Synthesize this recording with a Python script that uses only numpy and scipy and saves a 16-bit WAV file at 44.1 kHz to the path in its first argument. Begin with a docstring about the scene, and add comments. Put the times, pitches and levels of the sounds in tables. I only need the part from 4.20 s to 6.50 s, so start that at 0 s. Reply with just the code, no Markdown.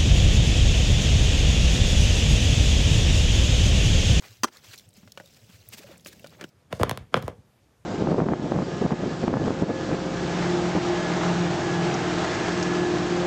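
"""A steel ruler clacks against a plastic cup on a workbench as it is grabbed, then stirs thinned paint.
The ruler and cup ring as damped modes; knocks add noise cracks, and scrapes are shaped noise.
Paint gulps and bubbles are damped rising tones; wet ticks are settling tones under noise.
Hands and sleeves rustle over the hiss and low throb of a small, dry garage, in near mono."""
import sys
import numpy as np
from scipy import signal
from scipy.fft import rfft, irfft, next_fast_len
from scipy.io import wavfile
from scipy.ndimage import uniform_filter1d, map_coordinates

SR = 44100
rng = np.random.default_rng(int(sys.argv[2]) if len(sys.argv) > 2 else 0)


def put_to_file(sound):
    """Save the sound as 16-bit audio at rate SR, in the file named by the first command-line argument."""
    columns = np.atleast_2d(sound).T  # one column per channel
    safe = np.clip(columns, -1, 1)
    whole_steps = np.round(safe * 32767)
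    wavfile.write(sys.argv[1], SR, whole_steps.astype(np.int16))


N = 101429
TIME = np.arange(N) / SR  # s through the scene
AGE = np.arange(SR // 4) / SR  # s since one event began

# The low swirl of the paint over time. Each row: time in seconds, relative level in dB.
SWIRL = [(0, -62), (0.3, -85), (0.38, -69.5), (0.63, -67), (1.0, -67), (1.47, -66.5), (1.72, -58.5),
         (1.82, -66), (1.9, -61), (2.19, -60.5), (2.3, -63)]
STIR_START_S, STIR_END_S = 0.6, 2.3
# how a gulp or bubble starts, and the share of its first pitch gained each second
GULP_ATTACK_S, GULP_RISE_PER_S = 0.0028, 1.15


def amp(db):
    """Decibels to gain."""
    return 10 ** (np.asarray(db) / 20)


def unit(x):
    """Scale to rms 1."""
    return x / np.sqrt(np.mean(x ** 2) + 1e-20)


def add(track, s, sound):
    """Mix a sound in at s seconds, trimmed to the track."""
    start = round(s * SR)
    sound = sound[max(0, -start):]
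    part = track[max(0, start):][:len(sound)]
    part += sound[:len(part)]


def wobble(rate, t=TIME):
    """A smooth random curve, rate knots a second."""
    return map_coordinates(rng.standard_normal(4096), [t * rate], mode="wrap")


def coloured(x, colour, tilt_db=0):
    """Shape x by (Hz, dB) points and a tilt per octave above 1 kHz; rms 1."""
    size = next_fast_len(len(x), True)
    octave = np.log2(np.fft.rfftfreq(size, 1 / SR) + 1)
    hz, db = np.transpose(colour)
    curve_db = np.interp(octave, np.log2(hz), db)
    gain = amp(curve_db + tilt_db * np.maximum(octave, np.log2(1000)))
    return unit(irfft(rfft(x, size) * gain, size)[:len(x)])


def patchy(x, depth_db):
    """The colour shifts from moment to moment in small random patches of time and pitch; rms 1."""
    z = signal.stft(x, nperseg=256)[2]
    field = rng.standard_normal(z.shape)
    for axis in (0, 1):
        field = uniform_filter1d(field, size=4, axis=axis)
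    shifted = signal.istft(z * amp(depth_db * unit(field)))[1]
    return unit(shifted[:len(x)])


def decay(t60, attack):
    """A quick rise, then an exponential fall; both times in seconds."""
    return np.exp(-np.log(1000) * AGE / t60) * (1 - np.exp(-AGE / attack))


def ring(modes, attack):
    """Damped modes of a struck body; neighbours start in opposite directions."""
    out = np.zeros(len(AGE))
    for k, (hz, db, t60) in enumerate(modes):
        out += (-1) ** k * amp(db) * decay(t60, attack) * np.sin(2 * np.pi * hz * AGE)
    return out


def choke(t, fade_s, db):
    """A smooth drop in level around t = 0."""
    return amp(db * (1 + np.tanh(t / fade_s)) / 2)


def rustle():
    """Finely grained rustle of hands and sleeves, the low swirl of paint and a steady hiss."""
    # Rustle of hands, sleeves and paint. Each row: time in seconds, relative level in dB.
    rustle_levels = [(0, -57.5), (0.12, -56.5), (0.175, -61.5), (0.205, -66), (0.305, -74), (0.335, -56),
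                     (0.385, -58.5), (0.41, -66), (0.45, -56.5), (0.53, -51.5), (0.565, -60), (0.63, -62.5),
                     (0.725, -75.5), (0.77, -58.5), (0.82, -65), (0.94, -68.5), (1.04, -62), (1.22, -63.5),
                     (1.73, -61), (1.82, -70), (1.90, -61), (2.3, -68)]
    # Spectra of rustle and swirl. Each row: frequency in Hz, relative level in dB.
    rustle_colour = [(180, -10.5), (300, -4.5), (946, -9), (2280, -4), (2930, -1.5), (3640, -3.5),
                     (5430, -3), (7820, -7), (9090, -15), (16000, -11.5)]
    swirl_colour = [(25, -2), (60, -6.5), (105, 2.5), (200, 1), (320, -10.5), (560, -7), (900, -21),
                    (3000, -55)]
    hiss_colour = [(30, 31.0), (100, 23.5), (220, 10.5), (1000, 0.0), (7000, -6.5), (15000, -7.0)]

    flutter = amp(2.2 * wobble(800))
    grains = patchy(coloured(rng.standard_normal(N) * flutter, rustle_colour), depth_db=2.5)
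    high = grains * amp(np.interp(TIME, *np.transpose(rustle_levels)) + 2.0)
    low = coloured(rng.standard_normal(N), swirl_colour)
    low *= amp(np.interp(TIME, *np.transpose(SWIRL)) + 5.0)
    hiss = amp(-60.5) * coloured(rng.standard_normal(N), hiss_colour)
    return high + low + hiss


def width():
    """What differs between the ears: a thin treble hiss and the bright first touch of steel."""
    touch_s, touch_db = 0.2323, -33
    side = amp(-85.5) * coloured(rng.standard_normal(N), [(5000, -36.5), (8000, -6.5), (15000, -2)])
    touch = coloured(rng.standard_normal(len(AGE)), [(6500, -54.5), (8000, 4.5), (15000, -2)])
    add(side, touch_s, amp(touch_db) * touch * decay(t60=0.025, attack=0.0001))
    return side


def knocks():
    """Short dull blows on the cup, steadied by a finger; pitch depends on where the blade lands."""
    # Ruler on the held cup. Each row: start in seconds, level in dB, pitch of the struck spot in Hz,
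    # then relative levels of crack, wall and base in dB.
    blows = [(0.0224, -45.5, 1070, 5, -19, -23.5), (0.8753, -52, 1400, 5, 0, 1),
             (0.9745, -41, 2960, 6, 3.5, -10), (0.9996, -45.5, 1870, 2, 4.5, 3),
             (1.0006, -42, 813, -5, -12, -2), (1.0092, -55, 770, -1.5, 8, 5.5),
             (1.8608, -41.5, 2610, 4, -1, 0.5), (2.0436, -43.5, 1820, 4.5, 7, -3),
             (2.0628, -46, 1370, 0.5, -12, -12), (2.198, -50.5, 1380, -1.5, 5, 5),
             (2.2108, -33, 1705, -0.5, -11, -4.5), (2.218, -46, 2040, -8, -1.5, 0),
             (2.2277, -43, 2320, -4, 0.5, 9), (2.2402, -38.5, 2970, 3, -10, -1.5),
             (2.243, -33.5, 1440, -13, -16, 4.5)]
    # Held cup damped by the paint, then its base thumping on the bench.
    # Each row: frequency in Hz, relative level in dB, decay time t60 in seconds.
    held_modes = [(357, -9, 0.034), (557.5, 3, 0.044), (690, -15, 0.059), (1468, -8, 0.05),
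                  (1860, -26, 0.027), (2404, -10, 0.029)]
    base_modes = [(167.5, -3.5, 0.062), (340, 4, 0.02)]
    # Spectrum of the crack. Each row: frequency in Hz, relative level in dB.
    knock_colour = [(80, 3), (300, -1.5), (900, 1.5), (1700, 3), (3500, -1.5), (8300, -11), (9600, -22),
                    (16000, -19)]
    # the struck spot of the wall flexes briefly
    spot_t60_s, spot_db = 0.011, 7
    # after a knock the blade stays on the wall and damps it
    press_s, press_fade_s, press_db = 0.016, 0.0017, -6

    out = np.zeros(N)
    press = choke(AGE - press_s, press_fade_s, press_db)
    crack_decay = decay(t60=0.043, attack=0.0003) + amp(2.0) * decay(t60=0.0063, attack=0.0001)
    for s, db, hz, crack_db, wall_db, base_db in blows:
        crack = coloured(rng.standard_normal(len(AGE)), knock_colour) * crack_decay
        spot = amp(spot_db) * decay(spot_t60_s, attack=0.00027) * np.sin(2 * np.pi * hz * AGE)
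        wall = amp(wall_db) * ring(held_modes, attack=0.0011)
        base = amp(base_db) * ring(base_modes, attack=0.0012)
        add(out, s, amp(db) * press * (spot + wall + base + amp(crack_db - 4.0) * crack))
    return out


def scrapes():
    """Dense tiny slips of the blade, as noise under each swelling stroke."""
    # Scrapes and rubs. Each row: peak time in seconds, rise in seconds, fall in seconds, level in dB,
    # treble tilt in dB per octave.
    strokes = [(0.046, 0.015, 0.03, -47, -4.5), (0.282, 0.013, 0.01, -45.5, -8),
               (0.355, 0.044, 0.041, -58, -8), (0.448, 0.015, 0.0079, -52, -2.5),
               (0.538, 0.0057, 0.012, -43, -3), (0.832, 0.003, 0.011, -57.5, -14.5),
               (1.172, 0.0099, 0.0061, -55.5, -1), (1.3, 0.0093, 0.013, -55.5, -2),
               (1.352, 0.038, 0.022, -57, -0.5), (1.536, .013, 0.018, -41.5, -1),
               (1.586, 0.012, 0.012, -43, 0), (1.634, 0.027, 0.0097, -50.5, -2.5),
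               (1.673, 0.01, 0.01, -53.5, -2.5), (1.717, 0.039, 0.047, -54, -7.5),
               (1.876, 0.018, 0.02, -45.5, 2), (1.931, 0.013, 0.0058, -51.5, -0.5),
               (2.135, 0.021, 0.028, -55.5, -7.5), (2.224, 0.027, 0.014, -46.5, -13.5)]
    # Spectrum of the slips. Each row: frequency in Hz, relative level in dB.
    scrape_colour = [(100, -35), (400, -3), (1000, -5), (1800, 1.5), (4000, 0.5), (7000, -1.5), (10000, -8),
                     (16000, -7)]

    out = np.zeros(N)
    t = AGE - AGE.mean()  # s from the peak
    for s, rise, fall, db, tilt_db in strokes:
        slips = rng.standard_normal(len(t)) * amp(1.4 * wobble(499.5, AGE))
        swell = np.exp(-(t / np.where(t < 0, rise, fall)) ** 2)
        rub = patchy(coloured(slips, scrape_colour, tilt_db), depth_db=2.5)
        add(out, s + t[0], amp(db) * swell * rub)
    return out


def throbs():
    """Soft low swells of a few cycles each: sines under bell-shaped envelopes."""
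    # Each row: peak time in seconds, peak level in dB, frequency in Hz.
    swells = [(0.112, -46.5, 107), (0.209, -47, 107), (0.492, -46.5, 101), (0.682, -49.5, 102),
              (0.867, -52, 101.7), (1.238, -49, 109), (1.348, -46.5, 99), (1.401, -51, 100),
              (1.491, -47, 107), (1.676, -47.5, 114)]
    spread_s = 0.018
    out = np.zeros(N)
    for s, db, hz in swells:
        t = TIME - s
        tone = np.sin(2 * np.pi * (hz * t + rng.random()))
        out += amp(db) * np.exp(-(t / spread_s) ** 2) * tone
    return out


def ruler_clack():
    """The ruler rattles on the cup as the hand takes it: steel and plastic ring until the grip closes."""
    # Each row: start in seconds, level in dB, relative level of steel in dB, of the cup wall in dB.
    clacks = [(0.2340, -18, 4.5, -13), (0.2384, -27, -5, 7), (0.2424, -16.5, -10.5, 4),
              (0.255, -36, -2.5, -12), (0.2742, -47.5, -1, -6.5), (0.2825, -46, -10, 5)]
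    # Ruler, then the cup on the bench struck hard.
    # Each row: frequency in Hz, relative level in dB, decay time t60 in seconds.
    steel_modes = [(2017, -12.5, 0.061), (2470, -19, .034), (2760, -8, 0.024), (3184, -10.5, 0.065),
                   (3530, -17.5, .04), (3900, -26.5, 0.032), (4727, 1.5, 0.028), (4790, -10, 0.016),
                   (5480, -10.5, 0.018), (5863, -7, 0.12), (6140, -1, 0.032), (6380, -5, 0.035),
                   (7820, -9.5, 0.036), (11960, -13.5, 0.031)]
    cup_modes = [(244.3, -3.5, 0.034), (350, -4.5, 0.047), (431, -11, 0.049), (594, -11.5, 0.058),
                 (700, -15.5, 0.021), (806, -7.5, 0.029), (998, 2.5, 0.025), (1177, -1, 0.029),
                 (1390, 0.5, 0.04), (1586, -8, 0.038)]
    # Spectrum of the crack. Each row: frequency in Hz, relative level in dB.
    crack_colour = [(80, -47), (250, 15), (500, -16), (1100, 9.5), (2200, -7), (5500, -3.5), (8500, -11.5),
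                    (15000, -30)]
    # the fingers close on the ruler and choke its ring
    grip_s, grip_fade_s, grip_db = 0.2555, 0.0019, -10

    out = np.zeros(N)
    for s, db, steel_db, cup_db in clacks:
        crack = coloured(rng.standard_normal(len(AGE)), crack_colour) * decay(t60=0.037, attack=0.00014)
        snap = rng.standard_normal(len(AGE)) * decay(t60=0.0053, attack=0.0001)
        steel = amp(steel_db - 6) * ring(steel_modes, attack=0.00039)
        cup = amp(cup_db - 2.5) * ring(cup_modes, attack=0.0023)
        # only clacks that start before the grip are choked
        grip = choke(s + AGE - grip_s, grip_fade_s, grip_db * (s < grip_s))
        add(out, s, amp(db) * grip * (steel + cup + amp(0.5) * crack + amp(-3.5) * snap))
    return out


def bubble(hz, t60, attack, rise):
    """A damped tone whose pitch rises steadily from hz."""
    return decay(t60, attack) * np.sin(2 * np.pi * hz * (AGE + rise * AGE ** 2 / 2))


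def tick(hz, t60):
    """A tiny wet snap: a settling tone under a splash that holds little below its pitch."""
    glide, glide_s = 0.08, 0.0011  # starts this share too high, settles at this pace
    tone_db, splash_db = -2.5, -3.5
    splash_colour = [(hz / 2, -26), (hz * 0.57, -7), (hz, 0), (hz * 2, -10)]
    splash = coloured(rng.standard_normal(len(AGE)), splash_colour)
    tone = np.sin(2 * np.pi * hz * (AGE + glide * glide_s * (1 - np.exp(-AGE / glide_s))))
    return (amp(tone_db) * tone + amp(splash_db) * splash) * decay(t60, 0.00051)


def paint(count=32):
    """Gulps behind the blade, clear ticks, and a scatter of faint ones while stirring."""
    # Paint gulps. Each row: start in seconds, relative level in dB, starting pitch in Hz.
    gulps = [(0.778, -46.5, 199), (0.830, -44.5, 187), (0.854, -49.5, 234), (1.003, -42.5, 594),
             (1.037, -52.5, 542), (1.235, -54.5, 190), (1.294, -47, 198), (1.539, -45, 212),
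             (1.590, -50, 297), (1.598, -48, 414), (1.604, -52, 622), (1.642, -41.5, 561),
             (1.689, -47.5, 644), (1.695, -46.5, 334), (1.711, -43, 545), (1.88, -48.5, 347)]
    # Wet ticks and tiny bubbles. Each row: start in seconds, relative level in dB,
    # settled pitch in Hz, decay time t60 in seconds.
    ticks = [(0.37, -37.5, 4070, 0.013), (0.558, -45, 6630, 0.023), (0.5772, -38, 4090, 0.05),
             (0.587, -38.5, 5600, 0.019), (0.5959, -38, 3420, 0.017), (0.92, -32.5, 5080, 0.014),
             (1.058, -46, 3700, 0.035), (1.4883, -26, 13300, 0.0076), (1.714, -49, 3520, 0.049),
             (1.731, -53, 3330, .025), (1.7782, -42, 7500, 0.013), (1.8074, -52.5, 6530, 0.035),
             (1.8477, -33.5, 4910, 0.012), (1.8712, -31.5, 6280, .01), (1.884, -42, 4180, 0.029),
             (1.929, -45.5, 1673, 0.049), (1.995, -44, 2700, 0.026), (2.0706, -35.5, 4680, 0.012)]

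    out = np.zeros(N)
    for s, db, hz in gulps:
        add(out, s, amp(db + 7.0) * bubble(hz, 0.052, GULP_ATTACK_S, GULP_RISE_PER_S))
    for s, db, hz, t60 in ticks:
        add(out, s, amp(db) * tick(hz, t60))
    for when, size, pitch in rng.random((count, 3)):
        s = STIR_START_S + (STIR_END_S - STIR_START_S) * when
        add(out, s, amp(-63.5 + 18 * size) * tick(2600 * 3.5 ** pitch, 0.015))
    return out


def gurgle(count=130):
    """Many small overlapping bubbles, denser and stronger with the swirl."""
    out = np.zeros(N)
    swirl_db = np.interp(TIME, *np.transpose(SWIRL))
    stirred = np.cumsum(amp(swirl_db) ** 2 * (TIME > STIR_START_S))
    for when, size, pitch in rng.random((count, 3)):
        i = np.searchsorted(stirred, when * stirred[-1])  # more bubbles where the swirl is strong
        hz = 250 * 2.8 ** pitch
        level = amp(swirl_db[i] - 1.5 + 6.5 * size)
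        add(out, TIME[i], level * bubble(hz, 18 / hz, GULP_ATTACK_S, GULP_RISE_PER_S))
    return out


def garage(x):
    """A faint, short answer from the cluttered room: the sound convolved with decaying noise."""
    tail_colour = [(100, 31.5), (2000, -14.5), (7000, 9.0), (15000, 1.5)]
    tail = coloured(rng.standard_normal(len(AGE)), tail_colour) * decay(t60=0.22, attack=0.00094)
    return amp(-26) * signal.fftconvolve(x, tail / np.linalg.norm(tail))[:N]


def scene():
    """The cup stands straight ahead of the microphone, so nearly everything is centred."""
    near = ruler_clack() + knocks() + scrapes() + paint() + gurgle()
    mid = near + garage(near) + throbs() + rustle()
    side = width()
    return np.array([mid + side, mid - side])


def record(dry):
    """The small microphone drops the deep bass; nothing is kept above the band limit."""
    low_cut_hz, top_hz = 79.6, 16000
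    high_pass = signal.butter(3, low_cut_hz, "highpass", fs=SR, output="sos")
    thin = signal.sosfilt(high_pass, dry)
    size = next_fast_len(N + SR // 2)
    kept = np.fft.rfftfreq(size, 1 / SR) < top_hz
    return irfft(rfft(thin, size) * kept, size)[:, :N]


dry = scene()
out = record(dry)
put_to_file(out)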